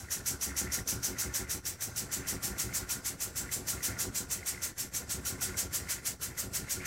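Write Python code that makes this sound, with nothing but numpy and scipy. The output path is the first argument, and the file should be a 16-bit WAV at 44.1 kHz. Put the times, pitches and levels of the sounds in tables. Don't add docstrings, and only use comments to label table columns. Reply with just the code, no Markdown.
import sys
import numpy as np
from scipy import signal
from scipy.io import wavfile

SR = 44100
rng = np.random.default_rng(int(sys.argv[2]) if len(sys.argv) > 2 else 0)


def how_loud(loudness_db):
    steps = np.asarray(loudness_db, float) / 20
    return 10 ** steps


def digitize_waveform(pressure):
    field = np.atleast_2d(pressure).T
    bounded = np.clip(field, -1, 1)
    quanta = np.round(bounded * 32767).astype(np.int16)
    wavfile.write(sys.argv[1], SR, quanta)


N = 302692

# f/Hz, level/dB under a turn's first knock, level/dB under its second, t60/s
FRAME = [(68.2, -6.5, -5.5, 0.45), (120.6, 2, 6, 0.044), (192.2, -6.5, -6.5, 0.17), (230, 0, -20, 0.048),
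         (273.7, -1.5, -3, 0.17), (332, -10, -15.5, 0.098), (363.2, -11, -6, 0.16),
         (434, -17, -19.5, 0.063), (791, -8, -18.5, 0.05)]
TAIL_S = 0.086
USUAL_JET_DB, USUAL_SHAKE_DB = -33, -33


def rms_one(x):
    return x / np.sqrt(np.mean(x ** 2) + 1e-20)


def read(curve, s):
    return np.interp(s, *np.transpose(curve))


def in_time(s, values):
    return np.interp(np.arange(N) / SR, s, values)


def at_hz(points, hz):
    f, level_db = np.transpose(points)
    return np.interp(np.log(hz), np.log(f), level_db)


def drift(rate):
    r = np.exp(-40 * np.pi * rate / SR)
    slow = signal.lfilter([1], [1, -2 * r, r * r], rng.standard_normal(N // 20 + 2002))[2000:]
    return np.interp(np.arange(N) / 20, np.arange(len(slow)), rms_one(slow))


def resonance(x, hz, width):
    r = np.exp(-np.pi * width / SR)
    feedback = [1, -2 * r * np.cos(2 * np.pi * hz / SR), r * r]
    return signal.lfilter(np.array([1, 0, -1]) * (1 - r * r) / 2, feedback, x)


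def ring(clicks, hz, t60):
    r = how_loud(-60 / (t60 * SR))
    w = 2 * np.pi * hz / SR
    return signal.lfilter([0, np.sin(w)], [1, -2 * r * np.cos(w), r * r], clicks + 1e-18)


def bands(spectrum, count):
    edges = np.geomspace(spectrum[0][0], spectrum[-1][0], count + 1)
    centres = np.sqrt(edges[1:] * edges[:-1])
    white = rng.standard_normal((2, N))
    out = []
    for k in range(count):
        sos = signal.butter(2, edges[k:k + 2], "band", fs=SR, output="sos")
        out.append(how_loud(at_hz(spectrum, centres[k])) * signal.sosfilt(sos, white[k % 2]))
    out = np.array(out)
    return out / np.sqrt(np.mean(out.sum(0) ** 2)), centres


def openings():
    # turn number, port opens t/s
    turns = [(0, -.047), (4, .564), (10, 1.494), (11, 1.652), (13, 1.96), (22, 3.357), (25, 3.828),
             (27, 4.146), (29, 4.459), (31, 4.778), (34, 5.25), (38, 5.888), (41, 6.374), (44, 6.854)]
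    return read(turns, np.arange(turns[-1][0] + 1))


def per_stroke(shape, top_db):
    s, db = np.transpose(shape)
    return in_time((openings()[:, None] + s).ravel(), (top_db[:, None] + db).ravel())


def shaking(s):
    # t/s, level/dB
    shake_curve = [(0, -44.5), (.3, -35), (.9, -30), (1.5, -33), (1.75, -46.5), (2.15, -30.5), (2.7, -30.5),
                   (3.14, -42.5), (3.6, -31.5), (4.1, -29), (4.4, -42), (4.8, -45), (5.17, -32),
                   (5.55, -29), (6.13, -45), (6.45, -35), (6.86, -31)]
    return read(shake_curve, s) - USUAL_SHAKE_DB


def facing(s):
    # t/s, level/dB
    facing_curve = [(.1, -36), (.45, -33), (1.1, -33), (1.6, -36.5), (2.2, -39), (3.8, -38.5), (4.6, -40.5),
                    (5.5, -40.5), (6.3, -43), (6.86, -40)]
    return read(facing_curve, s)


def strokes():
    # t/s, level/dB
    pressure = [(-.05, -43), (.1, -34), (.26, -32.5), (.5, -33.5), (.75, -32.5), (1.35, -33), (1.75, -35.5),
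                (2.1, -34), (2.8, -32), (3.36, -35), (3.7, -31.5), (4.15, -32.5), (4.5, -33), (4.8, -35.5),
                (5.55, -31), (6.05, -32.5), (6.22, -35.5), (6.86, -31)]
    # t/s, leak level/dB
    seating = [(.105, 0.5), (.258, -2.1), (.718, -8), (1.338, -6), (1.494, -14), (1.652, -2), (1.807, 2),
               (2.27, -3.5), (2.581, 3), (2.736, -1), (3.046, -1), (3.357, 2.5), (3.672, 3), (3.987, -4),
               (4.147, -4), (4.303, 4), (4.458, 5.5), (4.619, -8), (4.778, -4), (5.409, 2.5), (5.568, -3),
               (5.729, 3.5), (6.051, -10), (6.374, -2), (6.694, 2.5)]
    s = openings()
    jet = read(pressure, s) - USUAL_JET_DB
    shake = shaking(s + TAIL_S)
    leak_db = -57.5 + 0.34 * shake
    for when, change_db in seating:
        leak_db[np.argmin(abs(s - when))] += change_db
    whistle_db = facing(s) + 0.5 * jet
    tail_db = -47.5 + 0.48 * jet + 0.17 * shake - 0.32 * s
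    throat_db = -49.5 + 0.73 * jet
    return s, USUAL_JET_DB + jet, whistle_db, tail_db, leak_db, throat_db


def flow():
    # t/s after opening, level/dB under the jet's top
    rise = [
        (-.010, -21.5),
        (-.003, -17),
        (.003, -10.5),
        (.011, -5),
        (.021, 0),
        (.036, -1.5),
    ]
    leak_start_s, leak_end_s = 0.12, 0.13
    s, jet_db, _, tail_db, leak_db, _ = strokes()
    rise_s, rise_db = np.transpose(rise)
    times = s[:, None] + np.r_[rise_s, TAIL_S, leak_start_s, leak_end_s]
    levels = np.c_[jet_db[:, None] + rise_db, tail_db, leak_db, leak_db]
    return in_time(times.ravel(), levels.ravel())


def whistle(air):
    # f/Hz, width/Hz, level/dB
    port = [(5720, 200, -4), (5900, 240, 0), (6150, 260, -1)]
    # t/s after opening, level/dB
    whistle_shape = [
        (-.016, -27),
        (-.0025, -19),
        (.002, 1),
        (.006, -1),
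        (.009, -6),
        (.014, 1),
        (.024, -1),
        (.05, -9),
        (.12, -28),
    ]
    whistle_db = strokes()[2]
    tone = rms_one(sum(how_loud(db) * resonance(air, hz, width) for hz, width, db in port))
    return how_loud(per_stroke(whistle_shape, whistle_db) - 1.0 + 0.5 * drift(90)) * tone


def throat_noise(gate_db):
    # f/Hz, level/dB per Hz
    throat = [(500, -4.5), (1000, -5.5), (1500, -1), (2200, 1), (3200, -3.5), (4500, -2)]
    # t/s after opening, level/dB
    throat_shape = [
        (-.012, -14),
        (0, -3),
        (.01, 7),
        (.035, 5),
        (.08, -5),
        (.125, -18.5),
    ]
    throat_db = strokes()[5]
    puff = sum(band * how_loud(1.07 * drift(28)) for band in bands(throat, count=7)[0])
    return how_loud(per_stroke(throat_shape, throat_db) - 1.0 + 2.1 * gate_db) * puff


def jet_hiss(flow_db):
    # f/Hz, level/dB per Hz
    jet_colour = [(2500, -28), (4000, -12.5), (5200, -3), (6300, -7.5), (7500, 15), (8400, -11.5),
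                  (9400, 0), (11500, -2.5), (13500, -4), (15500, -5.5), (18500, -17)]
    # f/Hz, dB per dB of flow
    jet_depth = [(3000, 0.4), (7000, 1.064), (10000, 1.07), (15000, 1.26)]
    # t/s after opening, share/0-1
    slit_shape = [
        (-.002, 0),
        (.005, 1),
        (.022, 0),
    ]
    # f/Hz, level/dB
    slit_colour = [(4000, -1), (7000, 2.5), (8500, -9), (10000, 4.5), (15000, 7.5)]
    s, jet_db = strokes()[:2]
    top_db = in_time(s + .02, jet_db)
    eddies = drift(110)
    slit = per_stroke(slit_shape, 0 * s)
    jet = np.zeros(N)
    for band, hz in zip(*bands(jet_colour, count=13)):
        level_db = top_db + at_hz(jet_depth, hz) * (flow_db - top_db) + at_hz(slit_colour, hz) * slit
        flutter_db = 0.47 * eddies + 0.8 * drift(34) + 0.82 * drift(2.7)
        jet += band * how_loud(level_db + flutter_db)
    return how_loud(1.0) * jet


def nozzle_tones(flow_db, air):
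    # f/Hz, width/Hz, level/dB
    nozzle = [(5300, 50, -17), (5695, 70, -14), (6200, 45, -13), (6500, 50, -15), (6923, 60, -13),
              (7220, 55, -12), (7472, 45, -10), (7630, 45, -10), (8030, 30, -12), (8250, 40, -15),
              (8432, 30, -13), (8790, 45, -16), (11000, 90, -15), (11327, 35, -14), (12700, 40, -17)]
    aside_db, shadow = -39.5, 0.25
    tones = sum(how_loud(db - 1.5 + 3.5 * drift(3)) * rms_one(resonance(air, hz, width))
                for hz, width, db in nozzle)
    shadow_db = shadow * (facing(np.arange(N) / SR) - aside_db)
    return how_loud(flow_db - 3.5 - shadow_db) * tones


def exhaust(flow_db, gate_db):
    air = rng.standard_normal(N)
    return (whistle(air) + throat_noise(gate_db)
            + jet_hiss(flow_db) + nozzle_tones(flow_db, air))


def background():
    # middle t/s, level/dB over calm, half length/s
    chatter_spells = [(.08, 3, 0.11), (0.556, 9, 0.2), (.74, 10.5, 0.13), (1.2, 7, 0.28), (1.45, 8.5, 0.23),
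                      (2.251, 7, 0.27), (2.62, 7.5, 0.36), (2.993, 3, 0.16), (3.48, 9, 0.11),
                      (3.87, 12.5, 0.24), (4.534, 8, 0.24), (5.3, 3.5, 0.18), (5.483, 8.5, 0.18),
                      (5.906, 10.5, 0.17), (6.326, 5.5, .12), (6.665, 6.5, 0.11), (6.86, 14, .12)]
    # t/s after opening, level/dB
    load_shape = [
        (.0, -1.5),
        (.045, -1.5),
        (.07, 1.5),
        (.11, 1),
    ]
    t = np.arange(N) / SR
    shake = shaking(t)
    chatter = sum(db * np.maximum(1 - abs(t - s) / half, 0) for s, db, half in chatter_spells)
    rumble_db = -48.5 + 0.26 * shake + per_stroke(load_shape, 0 * openings())
    linkage_db = -56 + 0.28 * chatter + 0.34 * shake - 0.35 * t
    return rumble_db, linkage_db, -61.5 + chatter


def rumble(level_db):
    # f/Hz, level/dB per Hz
    bench = [(30, -19), (45, -8), (65, -2), (120, -4), (200, -10), (380, -14), (600, -18), (1100, -23)]
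    low, _ = bands(bench, count=10)
    shared, white = drift(24), rng.standard_normal(N)
    hum = rms_one(sum(how_loud(db) * rms_one(ring(white, hz, t60)) for hz, _, db, t60 in FRAME))
    lumps = sum(band * how_loud(1.6 * drift(14)) for band in low)
    return how_loud(level_db + 1.0 * shared) * (lumps + how_loud(-5.5) * hum)


def rattle(modes, level_db, per_s):
    sizes = how_loud(2.3 * np.minimum(rng.exponential(1, N), 5)) * rng.choice([-1, 1], N)
    hits = sizes * (rng.random(N) < per_s * how_loud(3.0 * drift(15)) / SR)
    dealt = rng.integers(0, len(modes), N)
    rings = sum(how_loud(db) * ring(hits * (dealt == k), hz, t60) for k, (hz, t60, db) in enumerate(modes))
    return how_loud(level_db + 3.0) * rms_one(rings)


def linkage_rattle(level_db):
    # f/Hz, t60/s, level/dB
    linkage = [(1372, 0.03, -5), (1453, 0.034, 1.5), (1561, 0.037, -3.5), (817, 0.018, -10.5),
               (1155, 0.044, -8.5)]
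    return rattle(linkage, level_db, per_s=1100)


def crosshead_chatter(level_db):
    # f/Hz, t60/s, level/dB
    crosshead = [(1774, 0.028, -6), (1954, 0.018, -1), (2124, 0.02, -3.5), (2480, 0.0072, -2)]
    return rattle(crosshead, level_db, per_s=800)


def knock_times():
    lags_s, scatter_s, scatter_db = (.063, .085), 0.004055, 1.5
    opened = openings()[:-1, None]
    chance = rng.standard_normal((len(opened), 4))
    s = opened + lags_s + scatter_s * chance[:, :2]
    shake = shaking(s)
    first_db = -0.6 + 0.81 * shake[:, 0] - 0.66 * s[:, 0]
    second_db = -0.3 + shake[:, 1]
    peak_db = USUAL_SHAKE_DB + np.c_[first_db, second_db] + scatter_db * chance[:, 2:]
    return s.ravel(), peak_db.ravel()


def knocks():
    # t/s, signed strength
    shudder = [
        (-.007, -0.83),
        (0, 0.87),
        (0.0099, 0.38),
        (0.015, -0.36),
    ]
    s, peak_db = knock_times()
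    at, out = (s * SR).astype(int), np.zeros(N)
    spread = rng.standard_normal((len(s), len(FRAME)))
    second = np.arange(len(s)) % 2
    for k, (hz, first_db, second_db, t60) in enumerate(FRAME):
        blows = np.zeros(N)
        blows[at] = how_loud(peak_db + np.where(second, second_db, first_db) - 9.5 + 1.04 * spread[:, k])
        pushes = sum(strength * np.roll(blows, round(lag * SR)) for lag, strength in shudder)
        out += ring(pushes, hz, t60)
    return out


def pings():
    # t/s, peak level/dB, f/Hz
    ping_events = [(0.086, -28, 1890), (0.109, -30, 1840), (0.121, -27, 1920), (0.169, -29, 1770),
                   (0.492, -27, 1870), (0.554, -28, 1940), (0.67, -26, 1980), (0.701, -26, 1930),
                   (0.788, -23, 1900), (1.17, -32, 2085), (1.819, -29, 1680), (2.726, -25, 2142),
                   (2.899, -28, 2470), (3.491, -24.5, 2020), (3.685, -31, 2380), (3.733, -28, 1410),
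                   (3.968, -27, 1900), (4.429, -26, 2070), (4.545, -27, 2110), (4.577, -25, 2020),
                   (5.39, -33, 2090), (5.543, -24.5, 2100), (5.885, -25, 2120), (6.379, -27, 1981),
                   (6.674, -33, 1810), (6.684, -26, 2070), (6.804, -26, 2200), (6.839, -28, 2050)]
    out, t = np.zeros(N + SR // 10), np.arange(SR // 40) / SR
    swell = t / 0.0024 * np.exp(1 - t / .0014)
    for s, peak_db, hz in ping_events:
        pair = np.sin(2 * np.pi * hz * t) + 0.35 * np.sin(2 * np.pi * 0.874 * hz * t)
        out[round(s * SR):][:len(t)] += how_loud(peak_db - 5.5) * swell * pair
    return out[:N]


def workshop(x):
    t60_s, room_db = 0.16, -9.5
    t = np.arange(SR // 5) / SR
    tail = rng.standard_normal(len(t)) * how_loud(-60 * t / t60_s) * (t > .002)
    return x + how_loud(room_db) * signal.fftconvolve(x, tail / np.sqrt(np.sum(tail ** 2)))[:N]


def scene():
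    quiet_db, sink = -54.5, 0.62
    rumble_db, linkage_db, crosshead_db = background()
    flow_db = flow()
    gate_db = sink * np.minimum(flow_db - quiet_db, 0)
    air = exhaust(flow_db, gate_db)
    loose = linkage_rattle(linkage_db) + crosshead_chatter(crosshead_db)
    frame = how_loud(gate_db) * (rumble(rumble_db) + knocks())
    engine = air + how_loud(gate_db) * loose + pings()
    return (how_loud(-1.21) * workshop(engine) + frame)[None]


def low_pass(x):
    return signal.sosfilt(signal.butter(12, 16890, fs=SR, output="sos"), x)


def record(dry):
    x = signal.sosfilt(signal.butter(8, 48, "high", fs=SR, output="sos"), dry)
    x = signal.sosfilt(signal.ellip(14, .3, 80, 15800, fs=SR, output="sos"), x)
    return low_pass(x - .0004)


dry = scene()
out = record(dry)
digitize_waveform(out)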